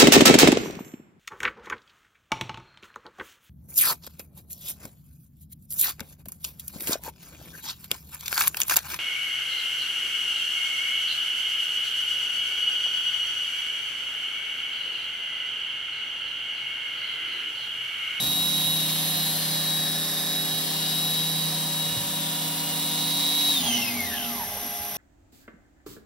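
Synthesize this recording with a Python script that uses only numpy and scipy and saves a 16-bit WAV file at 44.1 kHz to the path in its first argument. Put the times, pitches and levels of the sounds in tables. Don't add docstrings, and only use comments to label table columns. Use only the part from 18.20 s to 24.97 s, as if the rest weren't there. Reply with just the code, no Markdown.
import sys
import numpy as np
from scipy import signal
from scipy.fft import rfft, irfft, next_fast_len
from scipy.io import wavfile

SR = 44100
rng = np.random.default_rng(int(sys.argv[2]) if len(sys.argv) > 2 else 0)


def bounce(signal):
    frames = np.transpose(np.atleast_2d(signal))
    limited = np.clip(frames, -1, 1)
    pcm = np.round(limited * 32767).astype(np.int16)
    wavfile.write(sys.argv[1], SR, pcm)


N = 298557

# order, level/dB at full speed
FAINT_ORDERS = [(1.2, -47), (1.495, -49), (2, -56), (3, -55), (4.5, -55.5), (5, -57.5), (8, -61), (9, -59),
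                (22.8, -51), (23.7, -49.5), (24.3, -53), (26.55, -57), (28, -57), (30.1, -53), (33.5, -55),
                (39, -55)]
# order, level/dB re that overtone's level
OVERTONE_2 = [(46, -1), (47, 0), (48, 0), (49, -1), (50, -4)]
OVERTONE_3 = [(68, -9), (69, -9), (70, -5), (74, -6), (75, -10)]
# f/Hz, width/Hz, lift/dB
CASTING = [(84, 24, 11), (115, 24, 5), (170, 16, 10.5), (240, 79, 9), (285, 50, 7), (870, 90, 7),
           (950, 80, 15), (1060, 70, 7), (1330, 400, 3), (1760, 110, 9.5), (1950, 80, 5), (2040, 50, -6),
           (2160, 220, 15), (2390, 90, -13), (2560, 60, 12), (2630, 40, -8), (2730, 110, 11),
           (2820, 40, -10), (3040, 290, 12), (3270, 130, 7), (3450, 120, -11), (3640, 150, 12),
           (3901, 163, 14.5), (5600, 160, -8), (5700, 1200, 17), (9500, 2100, 23), (11700, 380, 11.5)]
# f/Hz, density level/dB per Hz
RUMBLE_COLOUR = [(60, -25), (130, -14), (300, -5.5), (360, -13), (560, -7.5), (640, -8.5), (740, 0),
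                 (860, -8.5), (1100, -6), (1350, -14.5), (1700, -18.5)]
ROAR_COLOUR = [(1100, -52), (1400, -15), (1800, -6.5), (2300, -4.5), (2900, -19.5), (3400, 3), (3850, 3),
               (4400, 1), (5000, -1), (5800, -4.5), (7000, -1.5), (8200, -13)]
HISS_COLOUR = [(6600, -42), (7000, -25), (7600, -16), (8300, 1.5), (8800, 5.5), (10500, 0), (11600, 4.5),
               (12500, 2.5), (13400, 4), (14200, -6), (15000, 9.5), (16500, 9.5)]
WORKSHOP_COLOUR = [(100, -25), (750, -11), (1200, -6), (2500, 1), (3500, 1.5), (4000, -11), (5800, 5.5),
                   (7000, -2.5), (8500, 1), (10800, 3.5), (11650, -6), (12500, 5), (13700, -2),
                   (14300, 7.5), (16500, 4)]
COVER_COLOUR = [(1450, -10.0), (1750, 3.5), (2000, -8)]
RASP_COLOUR = [(4500, -22), (4850, 3.5), (5400, 5.0), (5900, -10)]
HOUSING_COLOUR = [(2500, -7.0), (2800, 1.0), (3200, 3.0), (3500, -29)]
WIND_COLOUR = [(30, -40), (45, -8.0), (80, -5.0), (130, -1.5), (170, -3)]
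# f/Hz, level/dB
AFTER_TONES = [(204.6, -52.5), (413, -53.5), (619.1, -53), (705.2, -46), (829.0, -46.5), (1599, -58.5),
               (2013, -55), (3295, -61), (3488, -54), (5787, -52), (9981, -56), (11353, -58), (11510, -53),
               (11547, -47), (11579, -47), (11612, -50), (11644, -47), (11676, -40.5), (11740, -52),
               (11800, -51), (12026, -52)]
# t/s, level/dB, f/Hz, t60/s
DULL_BURSTS = [(0.017, -28, 140, 0.11), (3.749, -35, 130, 0.41), (5.421, -34, 750, 0.087),
               (5.435, -42, 830, 0.079), (5.464, -24, 770, 0.042), (5.477, -35, 805, 0.12),
               (5.43, -39, 48, 0.24), (5.52, -44, 50, 0.15), (6.365, -43, 460, 0.14),
               (6.37, -36, 940, 0.11), (6.448, -39, 247, 0.16), (6.58, -41.5, 70, 0.22)]
# f/Hz, left lead/rad, likeness/0-1, left re right level/dB
STEREO = [(20, 0, .997, 0), (70, 0, .99, 0), (170, -.08, .998, .4), (400, -.3, .97, 1.4),
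          (780, -.5, .9, -2), (1100, -.3, .93, -2.7), (1500, -.1, .96, -1), (1800, 0, 1, 0),
          (2250, 0, 1, 0), (3000, 1.3, .5, -1), (3500, .5, .45, 0), (3850, .4, .8, -.5), (4500, 0, .1, 0),
          (4900, -.9, .4, .5), (5400, .3, .72, .5), (6800, 2.7, .75, 0)]
# f/Hz, left lead/half turns, likeness/0-1
STEREO_HIGH = [(6980, 1, 1), (8230, 1, 1), (8450, 1.15, .72), (10200, 1.8, .78), (10420, 2, 1),
               (11330, 2, 1), (11900, 2.25, .8), (13600, 2.87, .78), (13850, 3, 1), (14500, 3, 1),
               (15000, 3.13, .85), (16500, 3.4, .8)]
# t/s, level/dB at full speed
WHINE = [(0.0, -28.5), (0.15, -26.5), (0.49, -28), (0.63, -29.5), (0.68, -33.5), (0.88, -35.5),
         (0.93, -32.5), (1.09, -33.5), (1.2, -52), (1.3, -35.5), (1.52, -28), (1.65, -28), (1.81, -35),
         (2.01, -37), (2.17, -30), (2.26, -33), (2.39, -31), (2.45, -49), (2.48, -44), (2.63, -32),
         (2.83, -29.5), (3.22, -30.5), (3.35, -35.5), (3.56, -32.5), (3.62, -31.5), (3.79, -34.5),
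         (3.84, -45), (3.97, -33), (4.02, -44), (4.19, -40), (4.27, -49), (4.3, -50), (4.47, -57),
         (4.56, -38), (5.3, -24.5)]
# t/s, level/dB at full speed
HUM = [(0, -46), (.5, -36.5), (1.7, -37.5), (1.87, -41.5), (2.5, -40), (3.2, -35), (3.7, -38.5),
       (3.81, -47), (3.95, -40), (4.93, -40), (5.1, -46), (5.3, -47)]
SWELLING_ORDERS = 1.8, 2.555, 3.6, 6, 18, 19, 20, 21, 22, 23, 25, 26, 27, 29.11, 71, 72, 73
# resting level/dB, swells
ORDER_SWELLS = [(-48.5, [(.25, -46, 0.31), (2.3, -50, 0.5), (5.3, -42, 1)]), (-59.5, [(2.2, -50.5, 0.71)]),
                (-58.5, [(1.6, -49.5, 0.78), (3.8, -49, 0.6)]), (-78, [(.6, -55, 1.2), (2.8, -73, 0.37),
                (4.4, -46.5, 1.4)]), (-54, [(.4, -46.5, 0.73), (1.4, -53, 0.18), (2.6, -45, 0.32),
                (3.75, -44.5, 0.13), (4.3, -44.5, 0.38), (4.75, -47, 0.18)]), (-68, [(1.1, -46, .3),
                (2.9, -47.5, .5), (4.3, -55.5, 0.45)]), (-64, [(.7, -44.5, .7), (2.5, -43, .2),
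                (3.1, -48, 0.25), (4.0, -49, 0.32), (5.1, -51, .4)]), (-68, [(.3, -52, 0.26),
                (1.5, -45.5, 0.32), (2.3, -47, 0.19), (2.8, -48, .3), (3.7, -48, .15), (4.5, -52, 0.27),
                (5.2, -40.5, 0.33)]), (-53, [(.4, -42, .5), (1.5, -53, 0.23), (2.8, -47, 0.16),
                (4.1, -40.5, 0.16), (4.7, -45, .15)]), (-54, [(.45, -38, 0.42), (1.15, -43, .15),
                (1.95, -37, 0.25), (2.7, -41.5, .3), (3.7, -46, .12), (4.1, -47, .15), (5.15, -38, 0.45)]),
                (-51, [(1.05, -37, 0.11), (2.55, -41, .12), (2.95, -41.5, 0.4), (4.3, -42, 0.3),
                (5.1, -36.5, 0.34)]), (-67, [(.2, -45, 0.39), (1.1, -37, 0.46), (2.75, -43, 0.25),
                (3.4, -43.5, 0.22), (5.1, -46, 0.55)]), (-53, [(1.25, -50.5, 0.75), (2.4, -45, 0.24),
                (3.3, -49, 0.17), (5.1, -44, 0.46)]), (-74, [(1.4, -45.5, 0.45), (2.9, -45, 0.65)]),
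                (-48.5, [(1.2, -50.5, 0.3), (2.5, -55, 0.62), (3.2, -50, .15), (4.2, -47, 0.25)]),
                (-55.5, [(.2, -39.5, 0.25), (.9, -41, 0.19), (1.4, -48, 0.63), (2.2, -42, .3),
                (2.95, -41, 0.17), (3.6, -57, .3), (5.2, -44, 0.11)]), (-63, [(.5, -44, 0.66),
                (1.15, -43, 0.32), (2.1, -47, 0.53), (3, -45, 0.38), (5.15, -46, 0.13)])]
OVERTONE_3_SWELLS = -55, [(.4, -47, .7), (2.95, -47, .35), (5.1, -49, 0.3)]
COVER_SWELLS = -69, [(1.7, -45.5, 0.81), (3.6, -51.5, 0.99)]
RASP_SWELLS = -63, [(1.9, -43.5, 0.58), (2.9, -44.5, 0.68), (5.1, -49, .3)]
HOUSING_SWELLS = -58, [(.6, -40, 0.72), (2.9, -43.5, 0.67), (4.2, -45, 0.76), (5.3, -40, 0.5)]
# t/s, level/dB added to their noise
NEARNESS = [(0, 1), (.9, 1), (2.1, -1.2), (3.05, -1), (4.1, -2.5), (4.6, 0), (5.3, 4), (5.6, 5.5),
            (6.77, 7)]
# t/s, speed/m per s
APPROACH = [(0, -.07), (.5, .04), (.75, -.13), (1.1, -.21), (1.6, -.2), (2.1, .05), (2.7, .07), (3.3, -.13),
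            (3.55, -.13), (3.75, .09), (4.3, .16), (4.7, .06), (5.3, .08)]
BOOM_CROSSINGS = [(1.65, -50, 15), (1.95, -42, 17), (2.57, -45, 6), (3.2, -51, 9), (4.1, -48, 14),
                  (5.2, -49, 4.5), (24, -54, 4.5)]
GUARD_CROSSINGS = [(16.3, -49, 4), (17.2, -48, 3), (18.1, -38, 2.6), (19.4, -42, 3.5), (21.2, -45, 2.5),
                   (24, -45, 5), (48, -56, 13)]
PANEL_CROSSINGS = [(45, -45, 2), (47.8, -38, 3), (53, -46, 3)]
BRACKET_CROSSINGS = [(33, -47, 8), (39, -50, 8), (48, -48, 5)]
LID_CROSSINGS = [(32, -46, 7), (36, -47, 7)]
COVER_CROSSINGS = [(24, -39, 2.7), (47.2, -47.5, 2.6)]
HOUSING_CROSSINGS = [(23.9, -35, 12), (46.5, -38, 7)]
# f/Hz, width/Hz, resting level/dB, swells
RINGING_BANDS = [(4825, 84, -52, [(1.3, -42, 0.17), (5.1, -53, .2)]), (4900, 130, -54, [(2.7, -45, .1)]),
                 (5415, 190, -57.5, [(2.0, -52, .4), (4.9, -51, .3)]), (6000, 250, -64, [(0.4, -52, 0.5)]),
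                 (11500, 2000, -44, [(.9, -38, 0.76), (3, -46, .3), (5.2, -49, .2)])]
# t/s, peak level/dB
GUSTS = [(0.0, -45), (0.2, -50), (0.46, -49), (1.05, -54), (1.75, -54), (3.74, -47.5), (5.47, -50),
         (5.77, -53.5), (6.2, -51.5), (6.77, -52)]

FULL_TPS, OFF_S = 160.18, 5.316
FRICTION_TPS2, DRAG_PER_TURN = 117, .00165
SLOWING_DB, SLOWEST_SHARE, LOW_SLOWING_SHARE = 35.5, .37, .5
STOP_TPS = 20
BELT_LOSS_DB = 80
OVERTONE_2_DB, OVERTONE_LOSS_DB = -41.5, 13
SIDEBAND_LOSS_DB = 2.5
SIDEBAND_SHAKE_RAD, MOTOR_THROB_DB = .7, 2.5
SOUND_M_PER_S = 343
RUMBLE_DB, ROAR_DB, HISS_DB, SHOP_DB = -43, -36, -32.5, -35
RUMBLE_LOSS_DB, ROAR_LOSS_DB, HISS_LOSS_DB, HOUSING_LOSS_DB = 6, 18.5, 24, 14
RUMBLE_NEAR = .36
# f/Hz, width/Hz
BOOM, GUARD, PANEL, BRACKET, LID = (238, 28), (2110, 69), (3700, 42), (4400, 60), (4850, 60)
BOOM_CORE_DB, GUARD_CORE_DB = 6, 2
COVER_HZ, HOUSING_HZ, HOUSING_RATTLE_DB = 1750, 3000, 6
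RINGING_FLICKER_DB, RINGING_LOSS_DB = 2, 60
AFTER_S, AFTER_RISE_S = 5.4, .026
WHISTLE_LATER_S, WHISTLE_RISE_S = .09, .12
CALM_DB, GUST_RISE_DB_PER_S, GUST_FALL_DB_PER_S = -60, 122, 32
CUTOFF_HZ = 15740


def spindle_tones():
    speed = shaft_speed()
    heard_speed = speed * (1 + in_time(APPROACH) / SOUND_M_PER_S)
    turns = np.cumsum(heard_speed) / SR
    coarse_speed = speed[::50]
    coarse_share = coarse_speed / FULL_TPS
    loose = np.clip(20 * (1 - speed / FULL_TPS), 0, 1)
    slowing_db = SLOWING_DB * np.log10(np.clip(coarse_share, SLOWEST_SHARE, 1))
    stopping_db = 20 * np.log10(np.clip(coarse_speed / STOP_TPS, 1e-3, 1))

    def coast_db(order):
        fading_db = slowing_db * (LOW_SLOWING_SHARE if order < 10 else 1) + stopping_db
        flare_db = casting_db(order * coarse_speed) - casting_db(order * FULL_TPS)
        belt_db = BELT_LOSS_DB * (1 < order < 2) * (1 - coarse_share) ** 3
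        return np.repeat(fading_db + flare_db - belt_db, 50)[:N]

    throb_db = MOTOR_THROB_DB * np.sin(2 * np.pi * turns / 5)
    lead = [(1, in_time(HUM)), (24, in_time(WHINE))]
    lead += [(order, swelling(*row)) for order, row in zip(SWELLING_ORDERS, ORDER_SWELLS)]
    out = np.zeros((2, N))
    for order, level_db in lead:
        high = order > 6
        sideband = high and order != 24
        from_tooth = abs((order + 12) % 24 - 12)
        sideband_db = (throb_db - SIDEBAND_LOSS_DB * loose * from_tooth) * sideband
        waver_db = .9 + .7 * sideband + .6 * loose * high
        out += tone(order * turns, level_db + coast_db(order) + sideband_db, waver_db,
                    rate_hz=18., shake_rad=SIDEBAND_SHAKE_RAD * sideband)
    for order, level_db in FAINT_ORDERS:
        high = order > 6
        loose_db = 2 * SIDEBAND_LOSS_DB * loose * high
        out += tone(order * turns, level_db + coast_db(order) - loose_db, 1.5 + 1.2 * high,
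                    rate_hz=2., shake_rad=SIDEBAND_SHAKE_RAD * high)

    dulled_db = OVERTONE_LOSS_DB * (speed / FULL_TPS - 1)
    second_db = OVERTONE_2_DB + coast_db(48) + dulled_db
    third_db = swelling(*OVERTONE_3_SWELLS) + coast_db(72) + dulled_db
    for order, relative_db in OVERTONE_2:
        loose_db = SIDEBAND_LOSS_DB * loose * (order == 50)
        out += tone(order * turns, second_db + relative_db - loose_db, 2 + 1.5 * loose, rate_hz=25.)
    for order, relative_db in OVERTONE_3:
        out += tone(order * turns, third_db + relative_db, 3.5, rate_hz=3., shake_rad=SIDEBAND_SHAKE_RAD)
    return out


def shaft_speed():
    scale = np.sqrt(FRICTION_TPS2 / DRAG_PER_TURN)
    rate = np.sqrt(FRICTION_TPS2 * DRAG_PER_TURN)
    coasting_s = np.maximum(np.arange(N) / SR - OFF_S, 0)
    return scale * np.tan(np.maximum(np.arctan(FULL_TPS / scale) - rate * coasting_s, 0))


def casting_db(hz):
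    return sum(db / (1 + (2 * (hz - centre_hz) / width_hz) ** 2) for centre_hz, width_hz, db in CASTING)


def bearing_noise():
    speed, near_db = shaft_speed(), in_time(NEARNESS)
    lost = 1 - speed / FULL_TPS
    angle = 2 * np.pi * np.cumsum(speed) / SR
    shaft, motor = np.sin(angle), np.sin(angle / 5)
    rumble_db = RUMBLE_DB - RUMBLE_LOSS_DB * lost + RUMBLE_NEAR * near_db + .23 * shaft + .14 * drift(11.)
    roar_db = ROAR_DB - ROAR_LOSS_DB * lost + near_db + .5 * shaft + .067 * motor + 1.6 * drift(26.)
    hiss_db = HISS_DB - HISS_LOSS_DB * lost + near_db + .72 * shaft + 1. * motor
    out = from_db(rumble_db) * coloured(RUMBLE_COLOUR)
    out += from_db(roar_db) * coloured(ROAR_COLOUR)
    return out + from_db(hiss_db) * coloured(HISS_COLOUR)


def ringing():
    out, white = np.zeros((2, N)), rng.standard_normal((2, N))
    lost = 1 - shaft_speed() / FULL_TPS
    for hz, width_hz, rest_db, swells in RINGING_BANDS:
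        level_db = swelling(rest_db, swells) + RINGING_FLICKER_DB * drift(9.) - RINGING_LOSS_DB * lost
        out += from_db(level_db) * noise_band(hz, width_hz, white)
    return out


def rasp():
    lost = 1 - shaft_speed() / FULL_TPS
    return from_db(swelling(*RASP_SWELLS) - ROAR_LOSS_DB * lost) * coloured(RASP_COLOUR)


def cover():
    gain = from_db(swelling(*COVER_SWELLS)) + from_db(crossed(COVER_HZ, COVER_CROSSINGS))
    return gain * coloured(COVER_COLOUR)


def housing():
    speed = shaft_speed()
    lost = 1 - speed / FULL_TPS
    shaft = np.sin(2 * np.pi * np.cumsum(speed) / SR)
    shaken_db = crossed(HOUSING_HZ, HOUSING_CROSSINGS) + HOUSING_RATTLE_DB * lost * shaft
    gain = from_db(swelling(*HOUSING_SWELLS) - HOUSING_LOSS_DB * lost) + from_db(shaken_db)
    return gain * coloured(HOUSING_COLOUR)


def shaken_parts():
    out, now = np.zeros((2, N)), np.arange(N) / SR
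    parts = [(BOOM, BOOM_CROSSINGS), (GUARD, GUARD_CROSSINGS), (PANEL, PANEL_CROSSINGS),
             (BRACKET, BRACKET_CROSSINGS), (LID, LID_CROSSINGS)]
    for (hz, width_hz), crossings in parts:
        out += from_db(crossed(hz, crossings)) * noise_band(hz, width_hz, rng.standard_normal((2, N)))
    boom_hz, guard_hz = BOOM[0], GUARD[0]
    out += tone(boom_hz * now, crossed(boom_hz, BOOM_CROSSINGS) + BOOM_CORE_DB, 2.)
    out += tone(guard_hz * now, crossed(guard_hz, GUARD_CROSSINGS) + GUARD_CORE_DB, 1.5, rate_hz=25.)
    return out * np.clip((now - OFF_S) / .11, 0, 1)


def after_tones():
    out, now = np.zeros((2, N)), np.arange(N) / SR
    for hz, level_db in AFTER_TONES:
        whistle = hz > 9000
        start_s = AFTER_S + WHISTLE_LATER_S * whistle
        rise_s = WHISTLE_RISE_S if whistle else AFTER_RISE_S
        waver_db = 2.3 + 1.2 * (hz > 3000) * (level_db < -42)
        out += np.clip((now - start_s) / rise_s, 0, 1) * tone(hz * now, level_db, waver_db, rate_hz=25.)
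    return out


def dull_bursts():
    out = np.zeros((2, N))
    age = np.arange(int(.15 * SR)) / SR
    for s, level_db, hz, t60 in DULL_BURSTS:
        start = int(s * SR)
        band = signal.butter(1, [hz * .94, hz * 1.08], "band", fs=SR, output="sos")
        puff = rms_one(signal.sosfilt(band, rng.standard_normal((2, len(age)))))
        rise = np.minimum(age * hz / 2.5, 1)
        out[:, start:start + len(age)] += puff * from_db(level_db - 60 * age / t60) * rise
    return out


def wind():
    now = np.arange(N) / SR
    gusts_db = [db - np.maximum(GUST_RISE_DB_PER_S * (s - now), GUST_FALL_DB_PER_S * (now - s)) for s, db in GUSTS]
    level_db = np.maximum(np.max(gusts_db, axis=0), CALM_DB)
    return from_db(level_db + 1.1 * drift(20.)) * coloured(WIND_COLOUR)


def workshop():
    return from_db(SHOP_DB) * coloured(WORKSHOP_COLOUR)


def stereo_image(near, far):
    size = next_fast_len(N)
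    rows = STEREO + [(hz, np.pi * half_turns, alike, 0) for hz, half_turns, alike in STEREO_HIGH]
    edge_hz, *columns = np.transpose(rows)
    hz = np.arange(size // 2 + 1) * SR / size
    lead_rad, alike, pan_db = [np.interp(hz, edge_hz, column) for column in columns]
    alike = np.clip(alike, 0, 1)
    shared = np.sqrt((1 + alike) / 2) * rfft(near, size)
    own = np.sqrt((1 - alike) / 2) * rfft(far, size)
    turn = from_db(pan_db / 2) * np.exp(.5j * lead_rad)
    return irfft(np.array([(shared + own) * turn, (shared - own) / turn]), size)[:, :N]


def tone(turns, level_db, waver_db, rate_hz=6.2, shake_rad=0):
    gain = np.sqrt(2) * from_db(level_db + waver_db * drift(rate_hz))
    flutter = shake_rad * drift(11.) if shake_rad else 0
    angle = 2 * np.pi * (turns + rng.random()) + flutter
    return gain * np.array([np.sin(angle), np.sin(angle + 3 * drift(1.2))])


def noise_band(hz, width_hz, white):
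    band = signal.butter(2, [hz - width_hz / 2, hz + width_hz / 2], "band", fs=SR, output="sos")
    return rms_one(signal.sosfilt(band, white))


def coloured(spectrum):
    size = next_fast_len(N)
    hz = np.arange(1, size // 2 + 2) * SR / size
    edge_hz, density_db = np.transpose(spectrum)
    gain = from_db(np.interp(np.log(hz), np.log(edge_hz), density_db, -90, -90))
    return rms_one(irfft(rfft(rng.standard_normal((2, size))) * gain, size)[:, :N])


def drift(rate_hz):
    r = np.exp(-200 * np.pi * rate_hz / SR)
    slow = signal.lfilter([1], [1, -2 * r, r * r], rng.standard_normal(N // 100 + 2002))[2000:]
    return np.interp(np.arange(N) / 100, np.arange(len(slow)), rms_one(slow - slow.mean()))


def swelling(rest_db, swells):
    return bells(np.minimum(np.arange(N) / SR, OFF_S), rest_db, swells)


def crossed(hz, crossings):
    return bells(shaft_speed(), -82, [(hz / order, db, spread) for order, db, spread in crossings])


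def bells(x, rest_db, rows):
    coarse = x[::50]
    power = 10 ** (rest_db / 10)
    power = power + sum(10 ** (db / 10) * np.exp(-((coarse - at) / half) ** 2) for at, db, half in rows)
    return np.interp(np.arange(N) / 50, np.arange(len(coarse)), 10 * np.log10(power))


def in_time(rows):
    s, value = np.transpose(rows)
    return np.interp(np.arange(N) / SR, s, value)


def from_db(db):
    return np.exp(np.asarray(db) * (np.log(10) / 20))


def rms_one(x):
    return x / np.sqrt(np.mean(x ** 2) + 1e-20)


def scene():
    machine = spindle_tones() + bearing_noise() + ringing() + rasp() + cover() + housing() + shaken_parts()
    surroundings = after_tones() + dull_bursts() + wind() + workshop()
    near, far = machine + surroundings
    return stereo_image(near, far)


def record(dry):
    return signal.sosfilt(signal.ellip(14, .2, 75, CUTOFF_HZ, fs=SR, output="sos"), dry)


dry = scene()
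out = record(dry)
bounce(out)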